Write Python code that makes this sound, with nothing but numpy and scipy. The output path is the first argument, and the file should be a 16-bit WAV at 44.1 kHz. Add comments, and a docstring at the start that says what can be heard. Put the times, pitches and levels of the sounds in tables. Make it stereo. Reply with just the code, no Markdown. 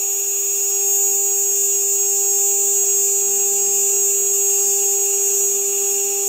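"""Router cutting plastic sheet

A small end mill cuts plastic sheet in a workshop, close to a two-port microphone. The chattering tool is a
phase-modulated tone with an octave, split into shaft sidebands. Chips hiss as shaped noise pulsing once a turn.
The spindle whines in shaft and motor-field harmonics, which beat, over housing and air noise. The gantry adds
rumble, unsteady hums, a gliding feed motor and two decaying thuds."""
import sys
import numpy as np
from scipy import signal
from scipy.fft import rfft, irfft, next_fast_len
from scipy.io import wavfile
from scipy.ndimage import uniform_filter1d, map_coordinates

SR = 44100
rng = np.random.default_rng(int(sys.argv[2]) if len(sys.argv) > 2 else 0)


def bounce(signal):
    """Save signal as a 16-bit WAV file at the path given by the first command-line argument."""
    frames = np.transpose(np.atleast_2d(signal))
    limited = np.clip(frames, -1, 1)
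    pcm = np.round(limited * 32767).astype(np.int16)
    wavfile.write(sys.argv[1], SR, pcm)


N = 276948
TIME = np.arange(N) / SR
MID_S = 3.14  # the tool passes the middle of its arc
OFF_MID = TIME - MID_S  # s
SHAFT_HZ = 399.522


def amp(db):
    """Level to amplitude: 20 dB is a factor of ten."""
    return 10 ** (np.asarray(db) / 20)


def along(points, hz):
    """Logarithmic frequency scale: interpolates each column after the frequency."""
    f, *cols = np.transpose(points)
    return [np.interp(np.log(hz + 1), np.log(f + 1), c) for c in cols]


def wobble(rate):
    """Band-limited random modulation: a smooth curve through random knots, rate of them a second."""
    knots = rng.standard_normal(int(N * rate / SR) + 4)
    return map_coordinates(knots, [TIME * rate])


def rush(spectrum, patchy_db):
    """Broadband noise with partial coherence between ports; patchy_db is the spread of its patches."""
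    # Noise at the two ports. Each row: frequency in Hz, likeness from 0 to 1, left minus right in dB,
    # left lead in rad.
    ports = [(24.4, 1, 3, 0.1), (133, 0.99, -1, 0.14), (637, 1, 0, -0.043), (990, 0.27, -3, 0.63),
             (2020, 0.6, -1, -0.68), (2370, 0.4, -6.5, 0.51), (2830, 0.89, -1.5, 0.49),
             (3530, 0.2, -6, -0.054), (4280, 1, 8, 1), (5500, 0.84, -6, -1.4), (5700, 0.9, 6, 0.1),
             (6160, 1, 2, -1.8), (6950, 0.8, 9, -1.4), (7850, 0.15, -8, -1.7), (8800, 0.34, 0.5, -0.94),
             (10000, 0, -3, 0.16), (11700, 0.23, -7, -0.75), (12700, 0.6, -9, -0.25),
             (14900, 0.2, -15, -0.53)]
    z = signal.stft(rng.standard_normal((2, N + 512)), nperseg=512)[2]
    patches = uniform_filter1d(rng.standard_normal(z.shape[1:]), 6, 0)  # over frequency
    patches = uniform_filter1d(patches, 10, 1)  # over time
    pair = signal.istft(z * amp(patchy_db * patches / patches.std()), nperseg=512)[1][:, :N]

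    m = next_fast_len(N + 8192)
    hz = np.fft.rfftfreq(m, 1 / SR)
    lo, hi = spectrum[0][0], spectrum[-1][0]
    closed = [(lo / 1.4, -130), *spectrum, (hi * 1.4, -130)]  # steep skirts
    density = amp(along(closed, hz)[0]) * np.sqrt(SR / 2)  # white noise spreads over SR / 2
    a, b = rfft(pair, m) * density
    alike, balance_db, lead = along(ports, hz)
    alike = np.clip(alike, 0, 1)
    left = a * amp(balance_db / 2) * np.exp(1j * lead)
    right = (alike * a + np.sqrt(1 - alike ** 2) * b) * amp(-balance_db / 2)
    return irfft([left, right], m)[:, :N]


def tone(phasor, left_db, right_db, lead):
    """Interaural-style level and phase difference: a phasor at two ports, RMS levels in dB, left lead in rad."""
    left = phasor * amp(left_db) * np.exp(1j * lead)
    right = phasor * amp(right_db)
    return np.sqrt(2) * np.real([left, right])


def slips():
    """Intermittent loss of oscillation: jam depth (each sound scales it) and the phase stepped through in rad."""
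    # The chatter stumbles when a chip jams. Each row: time in seconds, depth in dB before scaling,
    # length scale in ms.
    jams = [(1.107, 9.3, 2.7), (1.98, 9.6, 7), (2.664, 10.5, 2.5), (2.839, 8.5, 3), (2.856, 12.1, 7.2),
            (3.207, 10.8, 2.3), (3.382, 7.6, 4.5), (3.855, 7.2, 1.9), (3.923, 7.4, 2.7), (4.654, 11, 6),
            (4.989, 7.5, 5), (5.074, 7.5, 4), (5.18, 6.5, 8), (5.304, 7.7, 11), (5.937, 7.1, 3.6),
            (6.083, 8.4, 2.8), (6.211, 8.2, 2.6)]
    # small stumbles come at random: mean depth before the cap, deepest (both dB before scaling), length scale
    small_mean, small_top, small_ms = 1.9, 6, 2.8
    recovery = 1.8  # recovery time over falling time
    step_per_depth = .2  # rad, spread of the phase step
    small = []
    for u, v in rng.uniform(size=(100, 2)):
        small.append((TIME[-1] * u, min(-small_mean * np.log(v), small_top), small_ms))

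    jam, step = np.zeros(N), np.zeros(N)
    for s, depth, ms in [*jams, *small]:
        near = slice(max(0, round((s - .05) * SR)), round((s + .05) * SR))
        t = TIME[near] - s
        stretched = t / np.where(t < 0, 1, recovery)
        bump = np.exp(-.5 * (stretched / (.46e-3 * ms)) ** 2)
        jam[near] += depth * bump
        step[near] += step_per_depth * depth * rng.standard_normal() * bump / bump.sum()
    return jam, np.cumsum(step)


def chatter(hz, level_db, jam, step, shallow_db):
    """Self-excited bending vibration, whose rotation with the shaft splits it and its octave into sidebands."""
    # Lines one shaft multiple apart, lowest first, of the chatter and of its octave. Each row: left level in dB,
    # right level in dB, left lead in rad at mid-arc, left drift and right drift in dB per s along the arc.
    chatter_lines = [(-59.5, -59.5, 0, 0, 0), (-52.5, -52, -.4, -.6, .8), (-48.5, -49.5, 0, .2, -.1),
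                     (-34.2, -41.7, 1.7, 1.5, .8), (-30.5, -35.6, -.3, -.7, .9),
                     (-20.4, -19.7, -1.1, .5, -.1), (-37.5, -26, 3.8, -1.3, .6),
                     (-20.8, -19.6, -1.6, .6, .3), (-34.5, -21, -2.4, -.6, .3), (-43, -39.5, 2, .8, .9),
                     (-39.4, -33.3, -1.2, 1.5, 1.1)]
    octave_lines = [(-52.3, -48.7, 2.8, .2, -1.8), (-47, -41.7, -1.1, 1.3, 2.4), (-50, -38.5, 1, 1, 2.3),
                    (-44.2, -36.8, .6, 0, -.4), (-41, -36, .7, 2.1, -2.3), (-37, -32.3, -.4, .8, -2),
                    (-43.5, -37.5, 3, .2, -1.1), (-51, -43.5, 3, 2.9, -1.7)]
    # Gain or fade of each chatter line toward both ends of the arc, in dB per s squared from the middle.
    bend = [-.2, -.2, .75, -.8, -.15, .45, .22, 0, -.55, .2, -.3]
    # Shaft multiple of the lowest line, off the chatter and off its octave.
    lowest_multiples = (-5, -2)
    # Drift of the left lead in rad per s, for the chatter and for its octave.
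    lead_drifts = (-.06, .25)
    # per s squared from mid-arc: the chatter leans right (the octave half as much), its left port lags
    lean_db, lag_rad = .5, .1
    waver_db = .84  # slow wavering, per shaft multiple below the chatter or octave

    phase = 2 * np.pi * np.cumsum(hz) / SR + step + .04 * wobble(300) + .3 * wobble(12)
    rough_db = .2 * wobble(350) + .3 * wobble(16) + .6 * wobble(6)
    size = amp(level_db - .38 * jam + rough_db)
    scramble = .06 + .12 * jam  # rad, a jam throws the sidebands out of step
    turn = 2 * np.pi * SHAFT_HZ * TIME

    # the chatter lines lock into one burst a turn; its place and the odd lines' lag slide along the arc
    burst = 1.425 + .09 * OFF_MID  # rad
    odd_lag = .25 + .24 * OFF_MID  # rad
    smear, lower_lag = -.275, 1.2  # rad
    octave_burst, octave_lag = 1.5, 1.7  # rad, likewise, and the octave's lag behind the chatter

    out = np.zeros((2, N))
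    groups = zip((1, 2), (chatter_lines, octave_lines), lowest_multiples, lead_drifts)
    for multiple, lines, lowest, lead_drift in groups:
        for k, (left, right, lead, left_drift, right_drift) in enumerate(lines, lowest):
            # each sideband leaves the sheet from other spots, which shift as the tool travels
            lead = lead + lead_drift * OFF_MID
            if multiple == 1:
                ends_db = bend[k - lowest]
                lead = lead - lag_rad * OFF_MID ** 2
                place = burst * k + smear * k ** 2 - odd_lag * (k % 2) - lower_lag * (k < 0)
            else:
                ends_db = 0
                place = octave_burst * k - octave_lag
            half_lean = lean_db / 2 / multiple
            left = left + left_drift * OFF_MID + (ends_db - half_lean) * OFF_MID ** 2
            right = right + right_drift * OFF_MID + (ends_db + half_lean) * OFF_MID ** 2

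            own_phase = place + scramble * wobble(400)
            flutter_db = waver_db * max(-k, 0) * wobble(2.97) + .4 * wobble(120)
            strength = size ** multiple * amp(flutter_db - shallow_db * (k > 0))
            phasor = strength * np.exp(1j * (multiple * phase + k * turn + own_phase))
            out += tone(phasor, left, right, lead)
    return out


def chips(jam, shallow_db):
    """Amplitude-modulated fracture noise: chips tear off once a turn and burst louder when they jam."""
    # Noise of the chips before its gain. Each row: frequency in Hz, density in dB per Hz.
    chip_noise = [(5100, -78), (5400, -71.5), (5750, -68), (5880, -70), (6200, -66), (6600, -56.5),
                  (6760, -57), (6850, -71), (7020, -58.5), (7230, -68), (7390, -69), (7480, -61),
                  (7640, -62.5), (7800, -59.5), (8030, -70), (8200, -62), (8450, -63), (8600, -70.5),
                  (8850, -66.5), (9200, -69), (10200, -76.5), (11500, -76.5)]
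    # Steadier hiss at the very top. Each row: frequency in Hz, density in dB per Hz.
    treble = [(12900, -77), (13250, -71.5), (13700, -70), (14100, -70), (14420, -73), (14620, -65.5),
              (14830, -72), (14950, -70), (15300, -74), (15700, -77)]
    turn = 1 + .25 * np.cos(2 * np.pi * SHAFT_HZ * TIME + 5)  # 5 rad sets where in the turn they tear off
    unsteady_db = .99 * wobble(30) + .75 * wobble(5.34)
    gain = amp(-1.5 + .49 * jam + unsteady_db - 1.8 * shallow_db)
    return rush(treble, patchy_db=2.0) + rush(chip_noise, patchy_db=1.5) * turn * gain


def spindle(unbalance_db, housing_db, jam):
    """Beating of near-equal harmonics: shaft and field tones, with housing and cooling-air noise."""
    # Steady tones of the shaft and of the motor field. Each row: multiple, left level in dB, right level in dB,
    # left lead in rad.
    shaft_tones = [(2, -43, -45.5, .5), (3, -62, -56, 1), (4, -65, -58, 1.5), (5, -67, -63, 1.1),
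                   (6, -63, -53, 2.6), (7, -57, -52, .5)]
    field_tones = [(2, -50.5, -49.5, -1.1), (4, -71, -66, 1.5), (8, -61, -60, .8), (10, -65, -65, .1),
                   (11, -52.8, -52.2, .1), (13, -50, -53, -.2), (17, -50, -45, -.4)]
    # Noise of the housing and of the cooling air before their gains. Each row: frequency in Hz, density in
    # dB per Hz.
    housing_noise = [(1030, -100), (1100, -83), (1200, -76.5), (1300, -83), (1390, -93), (1540, -82),
                     (1660, -90.5), (1850, -84), (2100, -87.5), (2250, -81), (2500, -72), (2780, -67),
                     (2900, -72), (3100, -87.5), (3280, -75), (3450, -75), (3700, -84), (4150, -81.5),
                     (4280, -99), (4950, -101)]
    air_noise = [(11800, -73), (12000, -61.5), (12300, -69), (12800, -76)]
    field_hz = 399.921  # a little ahead of the shaft
    unbalance_rad = -1.95  # where in the turn the heavy side of the shaft sits

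    sag = amp(.3 * wobble(30) - .19 * uniform_filter1d(jam, size=600))
    unbalance = sag * np.exp(2j * np.pi * SHAFT_HZ * TIME + 1j * unbalance_rad)
    out = tone(unbalance, unbalance_db, unbalance_db, lead=.036)

    # the shaft and field tones grow with the unbalance tone
    nearer_db = .43 * (unbalance_db - unbalance_db.mean())
    for turns, lines in ((SHAFT_HZ * TIME, shaft_tones), (field_hz * TIME + .129, field_tones)):
        for k, left, right, lead in lines:
            drift = amp(nearer_db + .7 * wobble(1.55) + .6 * wobble(20))
            drift = drift * np.exp(.1j * wobble(8))
            out += tone(drift * np.exp(2j * np.pi * k * turns), left, right, lead)

    housing_gain = amp(housing_db + .58 * wobble(150) + .16 * wobble(5.25))
    out += rush(housing_noise, patchy_db=1.5) * housing_gain
    air_gain = amp(.5 * wobble(15) - .3 * OFF_MID)  # fades .3 dB per s
    return out + rush(air_noise, patchy_db=.9) * air_gain


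def feed_motor():
    """Frequency glide: the feed motor's hum and a tone at 3/4 of its pitch rise along the arc and swell once."""
    mid_hz, glide_hz_per_s = 186, 5
    phase = 2 * np.pi * np.cumsum(mid_hz + glide_hz_per_s * OFF_MID) / SR
    db = -55 - 9.5 * abs(TIME - 3.6)  # peaks at 3.6 s, falls 9.5 dB per s to both sides
    hum = tone(amp(1.7 * wobble(4.04)) * np.exp(1j * phase), db, db, 0)
    lower = tone(amp(-6.0 + 1.2 * wobble(5.1)) * np.exp(3j / 4 * phase), db, db, 0)
    return hum + lower


def thuds():
    """Damped resonance: the sheet thuds twice at the worst jam, each a decaying sine."""
    # Each row: start in seconds, peak level in dB before rise and decay.
    hits = [(2.834, -32), (2.862, -38)]
    thud_hz, t60_s, rise_s = 665, .06, .0011
    out = np.zeros(N)
    for s, db in hits:
        t = np.maximum(TIME - s, 0)
        envelope = amp(db - 60 * t / t60_s) * (1 - np.exp(-t / rise_s))
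        out += envelope * np.sin(2 * np.pi * thud_hz * t)
    return out


def gantry(frame_db):
    """Structure-borne sound: rumble and frame noise, wavering hums, the feed motor and the sheet's thuds."""
    # Level of the deep rumble and the low hum. Each row: time in seconds, relative level in dB.
    deep = [(0, -9), (.7, -3), (1.1, 0.5), (1.7, -2), (2.6, 0), (3.2, -0.5), (3.7, 4), (4.2, -2.5),
            (4.9, 0), (5.4, 3.5), (5.7, 4.5), (6.28, 3.5)]
    # Noise of the rumble and of the frame before their gains. Each row: frequency in Hz, density in dB per Hz.
    rumble_noise = [(25, -94), (60, -91), (100, -90.5), (140, -83.5), (165, -89.5), (200, -81),
                    (240, -79.5), (280, -86)]
    frame_noise = [(300, -86), (360, -79), (425, -74), (465, -72), (482, -94), (575, -93), (660, -79.5),
                   (730, -84), (830, -81), (870, -88), (930, -102), (1030, -100)]
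    # The frame humming unsteadily. Each row: frequency in Hz, level in dB before wavering.
    hums = [(1443, -66)]
    deep_db = np.interp(TIME, *np.transpose(deep))
    out = rush(rumble_noise, patchy_db=1.5) * amp(deep_db + 2.5 * wobble(5.1))
    out += rush(frame_noise, patchy_db=.7) * amp(frame_db + 1.9 * wobble(4.88))
    low_hum = (236.5, -63.5 + deep_db)  # Hz, dB
    for hz, db in [low_hum, *hums]:
        wavering = np.exp(2j * np.pi * hz * TIME + .8j * wobble(4.4))
        out += tone(amp(2.1 * wobble(4.7)) * wavering, db, db, 0)
    return out + feed_motor() + thuds()


def scene():
    """Superposition: the sources share one course of the cut and add linearly."""
    # The cut. Each row: time in seconds, chatter relative level in dB, shaft unbalance level in dB,
    # frame noise relative level in dB, housing noise relative level in dB.
    course = [(0, -4, -37.5, 0, -0.9), (.65, -1, -34.5, -0.5, -1.3), (.8, 0, -32.5, 2.5, -1),
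              (1.4, 0, -32.5, 1.5, -2.4), (2.6, 0.75, -31, 2.5, -1.1), (4.5, 0, -29.5, 3.5, -0.3),
              (5.4, -0.5, -29, 5, 0), (6.28, -2.5, -29, 2.5, 1)]
    # Chatter frequency. Each row: time in seconds, frequency in Hz.
    pitch = [(0, 6760), (.65, 6758.5), (.78, 6749.5), (1.2, 6748), (3.6, 6749), (4.4, 6748), (6.28, 6744)]
    s, *cols = np.transpose(course)
    level_db, unbalance_db, frame_db, housing_db = (np.interp(TIME, s, c) for c in cols)
    jam, step = slips()
    hz = np.interp(TIME, *np.transpose(pitch))
    # upper lines and chips are weaker while the chatter still sings high in a shallow cut
    shallow_db = .01 * np.maximum(hz - np.median(hz), 0)
    cut = chatter(hz, level_db, jam, step, shallow_db) + chips(jam, shallow_db)
    return cut + spindle(unbalance_db, housing_db, jam) + gantry(frame_db)


def record(dry):
    """Ideal low-pass filtering: nothing passes above the band limit."""
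    top_hz = 15740
    m = next_fast_len(N + 8192)
    passed = np.fft.rfftfreq(m, 1 / SR) < top_hz
    return irfft(rfft(dry, m) * passed, m)[:, :N]


dry = scene()
out = record(dry)
bounce(out)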